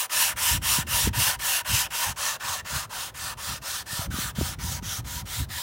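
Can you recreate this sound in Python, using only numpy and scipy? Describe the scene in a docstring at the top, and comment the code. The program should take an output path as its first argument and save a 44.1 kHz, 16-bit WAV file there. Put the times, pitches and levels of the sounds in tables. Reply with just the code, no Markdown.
"""A sanding block rubs back and forth over a plywood box outdoors, about four strokes a second.
The grit hisses and sets the panels ringing, harder bites chatter, and the hand stops at every turn.
The microphone starts above the work and swings away, so the sanding fades and changes colour.
A light wind buffets the microphone with rumble and thumps, over a quiet bed of open air."""
import sys
import numpy as np
from scipy import signal
from scipy.fft import rfft, irfft, next_fast_len
from scipy.io import wavfile
from scipy.ndimage import uniform_filter1d, map_coordinates

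SR = 44100
rng = np.random.default_rng(int(sys.argv[2]) if len(sys.argv) > 2 else 0)


def store_wav(level_fs):
    """Save 16-bit WAV to argv[1]."""
    pcm = np.round(np.clip(np.atleast_2d(level_fs), -1, 1) * 32767)
    wavfile.write(sys.argv[1], SR, pcm.T.astype(np.int16))


N = 247837

# strokes, alternately back and out: (start [s], stop [s], pressure [dB])
STROKES = [(-.157, .073, -2), (.092, .343, 0.5), (.358, .591, -0.5), (.613, .842, 1), (.864, 1.102, 0),
           (1.127, 1.369, 1), (1.387, 1.626, -0.5), (1.644, 1.881, 1), (1.901, 2.138, -1),
           (2.157, 2.378, -0.5), (2.395, 2.621, -1), (2.644, 2.868, .5), (2.891, 3.115, 1),
           (3.138, 3.35, 1), (3.368, 3.597, 0.5), (3.613, 3.839, 1), (3.855, 4.078, 0), (4.1, 4.324, .5),
           (4.347, 4.559, 0), (4.583, 4.804, 0), (4.82, 5.017, 1), (5.04, 5.233, -.5), (5.251, 5.461, 0),
           (5.484, 5.682, -0.5)]
# stroke shape heard from above, back then out: (moment of top speed [0-1], swell exponent)
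STROKE_SHAPES = [(0.59, 1.23), (0.46, 1.71)]
# microphone move: (time [s], place [0 above, 1 beside, 2 or more further off])
MIC_PATH = [(0, 0.4), (1.4, 0.29), (1.95, 0.47), (2.35, 1.08), (3.9, 1.35), (4.6, 1.65), (5.6, 2.5)]
# fade as the microphone swings away: (time [s], hiss level [dB], panel level [dB])
FADE = [(0, -22.5, -30), (1.75, -24.5, -30), (2.25, -28, -31), (2.5, -31, -31), (3.1, -36, -38),
        (3.8, -32.5, -37.5), (4.25, -32.5, -37), (5.1, -34.5, -40), (5.6, -33, -38.5)]
# grit hiss colour from above, beside and further off: (frequency [Hz], relative density [dB])
HISS_ABOVE = [(1470, -20.5), (2500, -11), (2810, 1.5), (3450, -8.5), (4420, -9), (5650, -3), (6340, -6.5),
              (10400, -5), (11500, -8), (14900, -5), (15700, -10.5)]
HISS_BESIDE = [(1470, -31), (2500, -4.5), (3760, -1), (5560, -1.5), (10500, -4), (11800, -10), (15100, -7),
               (15700, -7)]
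HISS_FAR = [(1470, -37), (2500, -12.5), (2760, -9), (3200, -2.5), (4000, -0.5), (4700, -1.5), (5960, -3),
            (6740, -2.5), (7220, -2), (8360, -3.5), (12500, -7.5), (14200, -3), (15700, -5.5)]
# a moving bell of boost or cut on the hiss: (time [s], centre [Hz], gain [dB])
SHEEN = [(0, 5560, -1.5), (2.4, 6540, 2.5), (3.1, 6200, -1), (3.5, 5370, 2.5), (3.8, 5700, 1.5),
         (4.0, 4700, 1), (4.3, 4830, -4), (4.7, 6100, 6), (4.95, 5740, 6.5), (5.17, 6700, 5),
         (5.3, 4000, 1.5), (5.55, 3670, 4.5)]
# plywood modes and their balance: (frequency [Hz], width [Hz], above [dB], beside [dB], far [dB])
PANEL_MODES = [(537.5, 41, -25, -20, -14), (599, 167, -12.5, -9.5, -9.5), (778, 85, -13, -12, -5),
               (965, 105, 1.5, -3.5, 0), (1060, 370, -11, 2.5, -19), (1301, 350, -6.5, -1.5, 2),
               (1520, 260, -5.5, -1.5, -1.5), (1782, 175, -3.5, -1.5, -4), (2090, 1000, 1, -6.5, 3.5),
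               (2680, 560, -3.5, -2, -9), (3180, 840, -5, -9.5, 3)]
# outdoor bed: (frequency [Hz], relative density [dB])
AIR_SPECTRUM = [(20, -26), (70, -11), (250, -5), (450, -5), (900, -6.5), (2500, -21), (8000, -30.5),
                (16000, -27)]
# harder bites of the block: (peak time [s], pitch at the peak [Hz], level [dB])
BITES = [(.238, 943, -37), (.744, 1150, -39), (1.26, 999, -36), (1.555, 746, -46), (1.74, 2827, -30),
         (2.05, 958, -35), (2.55, 800, -51), (2.95, 830, -43), (3.3, 1300, -43), (4.03, 670, -45.5),
         (4.16, 1300, -39), (5.55, 1777, -43)]
# breeze on the microphone: (time [s], level [dB])
BREEZE = [(0, -68), (.25, -50), (.45, -39.5), (.9, -35.5), (1.4, -42), (1.57, -53.5), (2.65, -50.5),
          (3.0, -47), (3.45, -44), (3.75, -52.5), (4.2, -36.5), (4.7, -34), (5.5, -38), (5.62, -48)]
# gusts over the breeze: (start [s], length [s], peak level [dB])
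GUSTS = [(0.505, 0.16, -24.5), (0.775, 0.082, -30), (1.041, 0.1, -20.5), (1.146, .11, -26.5),
         (1.673, 0.17, -28.5), (2.05, 0.11, -37.5), (2.43, 0.12, -41), (2.72, 0.083, -33),
         (3.477, 0.12, -38.5), (4.05, 0.17, -29.5), (4.373, .07, -18), (4.628, 0.06, -24.5),
         (5.391, 0.088, -27.5)]
# colour of the buffeting: (frequency [Hz], relative density [dB])
RUMBLE_SPECTRUM = [(13, -44), (22, -19), (52, 6.5), (81, 4.5), (136, 0), (258, -15.5), (348, -21.5),
                   (381, -31.5), (480, -31.5), (620, -64), (1060, -120)]
# eddies that thump the microphone port: (time [s], level [dB], starting pitch [Hz])
EDDIES = [(.786, -17, 230), (1.073, -12, 334), (2.729, -29, 196), (3.931, -28, 170), (3.993, -18.5, 139),
          (4.142, -21.5, 257), (4.186, -21.5, 288), (4.255, -26, 171), (4.386, -10.5, 200),
          (4.411, -15, 467), (4.826, -30.5, 284)]


def amp(db):
    """Decibels to gain."""
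    return 10 ** (np.asarray(db) / 20)


def unit(x):
    """Scale to rms 1."""
    return x / np.sqrt(np.mean(x ** 2) + 1e-20)


def along(points, hz):
    """Read (frequency, value) points on a log frequency axis."""
    point_hz, values = np.transpose(points)
    return np.interp(np.log(hz + 1), np.log(point_hz + 1), values)


def curves(rows, t):
    """Automation lanes: each column after the time, read at the times t."""
    times, *lanes = np.transpose(rows)
    return [np.interp(t, times, lane) for lane in lanes]


def wobble(rate):
    """A smooth random curve, rate knots a second."""
    knots = rng.standard_normal(int(N * rate / SR) + 4)
    return map_coordinates(knots, [np.arange(N) * rate / SR])


def filtered(x, response):
    """Equalise x with a gain given as a function of frequency."""
    size = next_fast_len(N + 8192)
    return irfft(rfft(x, size) * response(np.fft.rfftfreq(size, 1 / SR)), size)[..., :N]


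def coloured_noise(spectrum):
    """Noise of rms 1 with the given spectrum."""
    return unit(filtered(rng.standard_normal(N), lambda hz: amp(along(spectrum, hz))))


def perspective(values, t):
    """Crossfade the values for above, beside and further off as the microphone moves."""
    place = np.clip(curves(MIC_PATH, t)[0], 0, 2)
    return sum(value * np.clip(1 - abs(place - k), 0, 1) for k, value in enumerate(values))


def arm_strokes(t, least_rub=0.13, break_s=0.0061, stick_s=0.014, panel_swell=0.53):
    """Hiss and panel envelopes: the block breaks loose, speeds up, slows and sticks again."""
    hiss, panel = np.zeros((2, N))
    far_shape = (0.55, 1.18)  # both directions sound alike once the microphone has moved off
    for k, (start, stop, pressure_db) in enumerate(STROKES):
        top_at, hiss_swell = perspective(np.array([STROKE_SHAPES[k % 2], far_shape, far_shape]), start)
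        on = (t > start) & (t < stop)
        progress = (t[on] - start) / (stop - start)
        speed = np.sin(np.pi * np.interp(progress, [0, top_at, 1], [0, .5, 1]))
        sliding = np.minimum(1, np.minimum((t[on] - start) / break_s, (stop - t[on]) / stick_s))
        rub = least_rub + (1 - least_rub) * speed
        # the hiss grows faster with speed than the panel sound, so mid-stroke is brightest
        hiss[on] += amp(pressure_db) * sliding * rub ** hiss_swell
        panel[on] += amp(pressure_db) * sliding * rub ** panel_swell
    hiss_db, panel_db = curves(FADE, t)
    return amp(hiss_db) * hiss, amp(panel_db) * panel


def grit(clump_db):
    """Countless grains catch and tear wood fibres, in small clumps."""
    return unit(rng.standard_normal(N) * amp(clump_db * wobble(700)))


def grit_hiss(patchy_db=1.66, sheen_octaves=0.14):
    """Direct hiss of the grit, rms 1; its colour shifts as the microphone moves, with a wandering bell of boost
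    or cut."""
    hz, t, spectra = signal.stft(grit(clump_db=0.55), SR, nperseg=512)
    colour_db = perspective([along(s, hz)[:, None] for s in (HISS_ABOVE, HISS_BESIDE, HISS_FAR)], t)
    sheen_hz, sheen_db = curves(SHEEN, t)
    bell = np.exp(-.5 * (np.log2((hz[:, None] + 1) / sheen_hz) / sheen_octaves) ** 2)
    patches = uniform_filter1d(rng.standard_normal(spectra.shape), size=5, axis=0)
    patches = uniform_filter1d(patches, size=18, axis=1)
    gain = amp(colour_db + sheen_db * bell + patchy_db * unit(patches))
    gain /= np.linalg.norm(gain, axis=0)  # the colour moves while the level holds
    return unit(signal.istft(spectra * gain, SR, nperseg=512)[1][:N])


def panel_ring(drive, t, wander_db=2.5):
    """The grit rings the panels; each mode couples more or less as the block travels."""
    sound, power = np.zeros((2, N))
    for mode_hz, width_hz, *levels_db in PANEL_MODES:
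        ring = lambda hz: (1j * hz * width_hz / (mode_hz ** 2 - hz ** 2 + 1j * hz * width_hz)) ** 2
        gain = amp(perspective(levels_db, t))
        force = drive * gain * amp(wander_db * wobble(14)) * grit(clump_db=2.0)
        sound += filtered(force, ring) * np.sqrt(2 * SR / (np.pi * width_hz))  # equal power at any width
        power += gain ** 2
    return sound / np.sqrt(power)


def yard_reflections(x, t60=0.22, dull_hz=3000):
    """Ground and woodpile send back a thin, dull spray of reflections."""
    age = np.arange(SR // 3) / SR
    tail = rng.standard_normal(len(age)) * amp(-60 * age / t60)
    wet = signal.fftconvolve(x, tail / np.linalg.norm(tail))[:N]
    return filtered(wet, lambda hz: 1 / np.hypot(1, hz / dull_hz))


def sanding(t, judder_db=0.78):
    """Hiss, panels and bites share the slight judder of the hand and the yard's reflections."""
    hiss_envelope, panel_envelope = arm_strokes(t)
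    wood = amp(-2.0) * panel_ring(panel_envelope, t) + bites(t)
    judder = amp(judder_db * wobble(55))
    hiss = amp(1.28) * hiss_envelope * grit_hiss()
    direct = judder * (hiss + wood)
    return direct + amp(-17) * yard_reflections(direct)


def open_air():
    """A faint, steady bed of outdoor noise."""
    return amp(-55.5) * coloured_noise(AIR_SPECTRUM)


def bites(t, length_s=.12, sink_hz_per_s=2800, width_share=.08):
    """Each bite swells and fades as a narrow band of chatter that sinks as the block travels."""
    sound = np.zeros(N)
    for peak_s, peak_hz, db in BITES:
        offset = np.clip(t - peak_s, -length_s / 2, length_s / 2)
        phase = 2 * np.pi * np.cumsum(peak_hz - sink_hz_per_s * offset) / SR
        width_hz = width_share * peak_hz
        chatter = wobble(3.0 * width_hz) * np.cos(phase) + wobble(3.2 * width_hz) * np.sin(phase)
        sound += amp(db) * np.cos(np.pi * offset / length_s) * unit(chatter)
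    return sound


def buffeting(t, flutter_db=2, lumps_db=3.3, rise_share=0.28):
    """Lumpy rumble from an unsteady breeze, with gusts that rise fast and fall slowly."""
    strength = amp(curves(BREEZE, t)[0] + flutter_db * wobble(31))
    for start, length, db in GUSTS:
        swell = np.interp((t - start) / length, [0, rise_share, 1], [0, 1, 0])
        strength = np.hypot(strength, amp(db) * np.sin(np.pi / 2 * swell))
    return strength * unit(coloured_noise(RUMBLE_SPECTRUM) * amp(lumps_db * wobble(35)))


def eddies(t, settle_hz=72, glide_s=0.0087, attack_s=0.00056, fall_20db_s=0.021):
    """Eddies thump the microphone port and slow to a low flutter."""
    sound = np.zeros(N)
    for start, db, first_hz in EDDIES:
        age = np.maximum(t - start, 0)
        turns = settle_hz * age + (first_hz - settle_hz) * glide_s * (1 - np.exp(-age / glide_s))
        envelope = amp(db - 20 * age / fall_20db_s) * (1 - np.exp(-age / attack_s))
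        sound += envelope * np.sin(2 * np.pi * turns)
    return sound


def wind(t, ceiling_db=-17.0, low_cut_hz=45):
    """Buffeting and eddies flow through the narrow port, which saturates in the hardest puffs."""
    flow = amp(-0.5) * buffeting(t) + eddies(t)
    saturated = amp(ceiling_db) * np.tanh(flow / amp(ceiling_db))
    # the microphone is deaf to the slowest pressure swings
    return filtered(saturated, lambda hz: 1 - 1 / (1 + (hz / low_cut_hz) ** 4))


def scene():
    """Sanding, wind and quiet open air reach one microphone, alike in both channels."""
    t = np.arange(N) / SR
    mono = sanding(t) + wind(t) + open_air()
    return np.array([mono, mono])


def record(dry, top_hz=15850):
    """A brick-wall band limit takes off the very top of the treble."""
    return filtered(dry, lambda hz: hz < top_hz)


dry = scene()
out = record(dry)
store_wav(out)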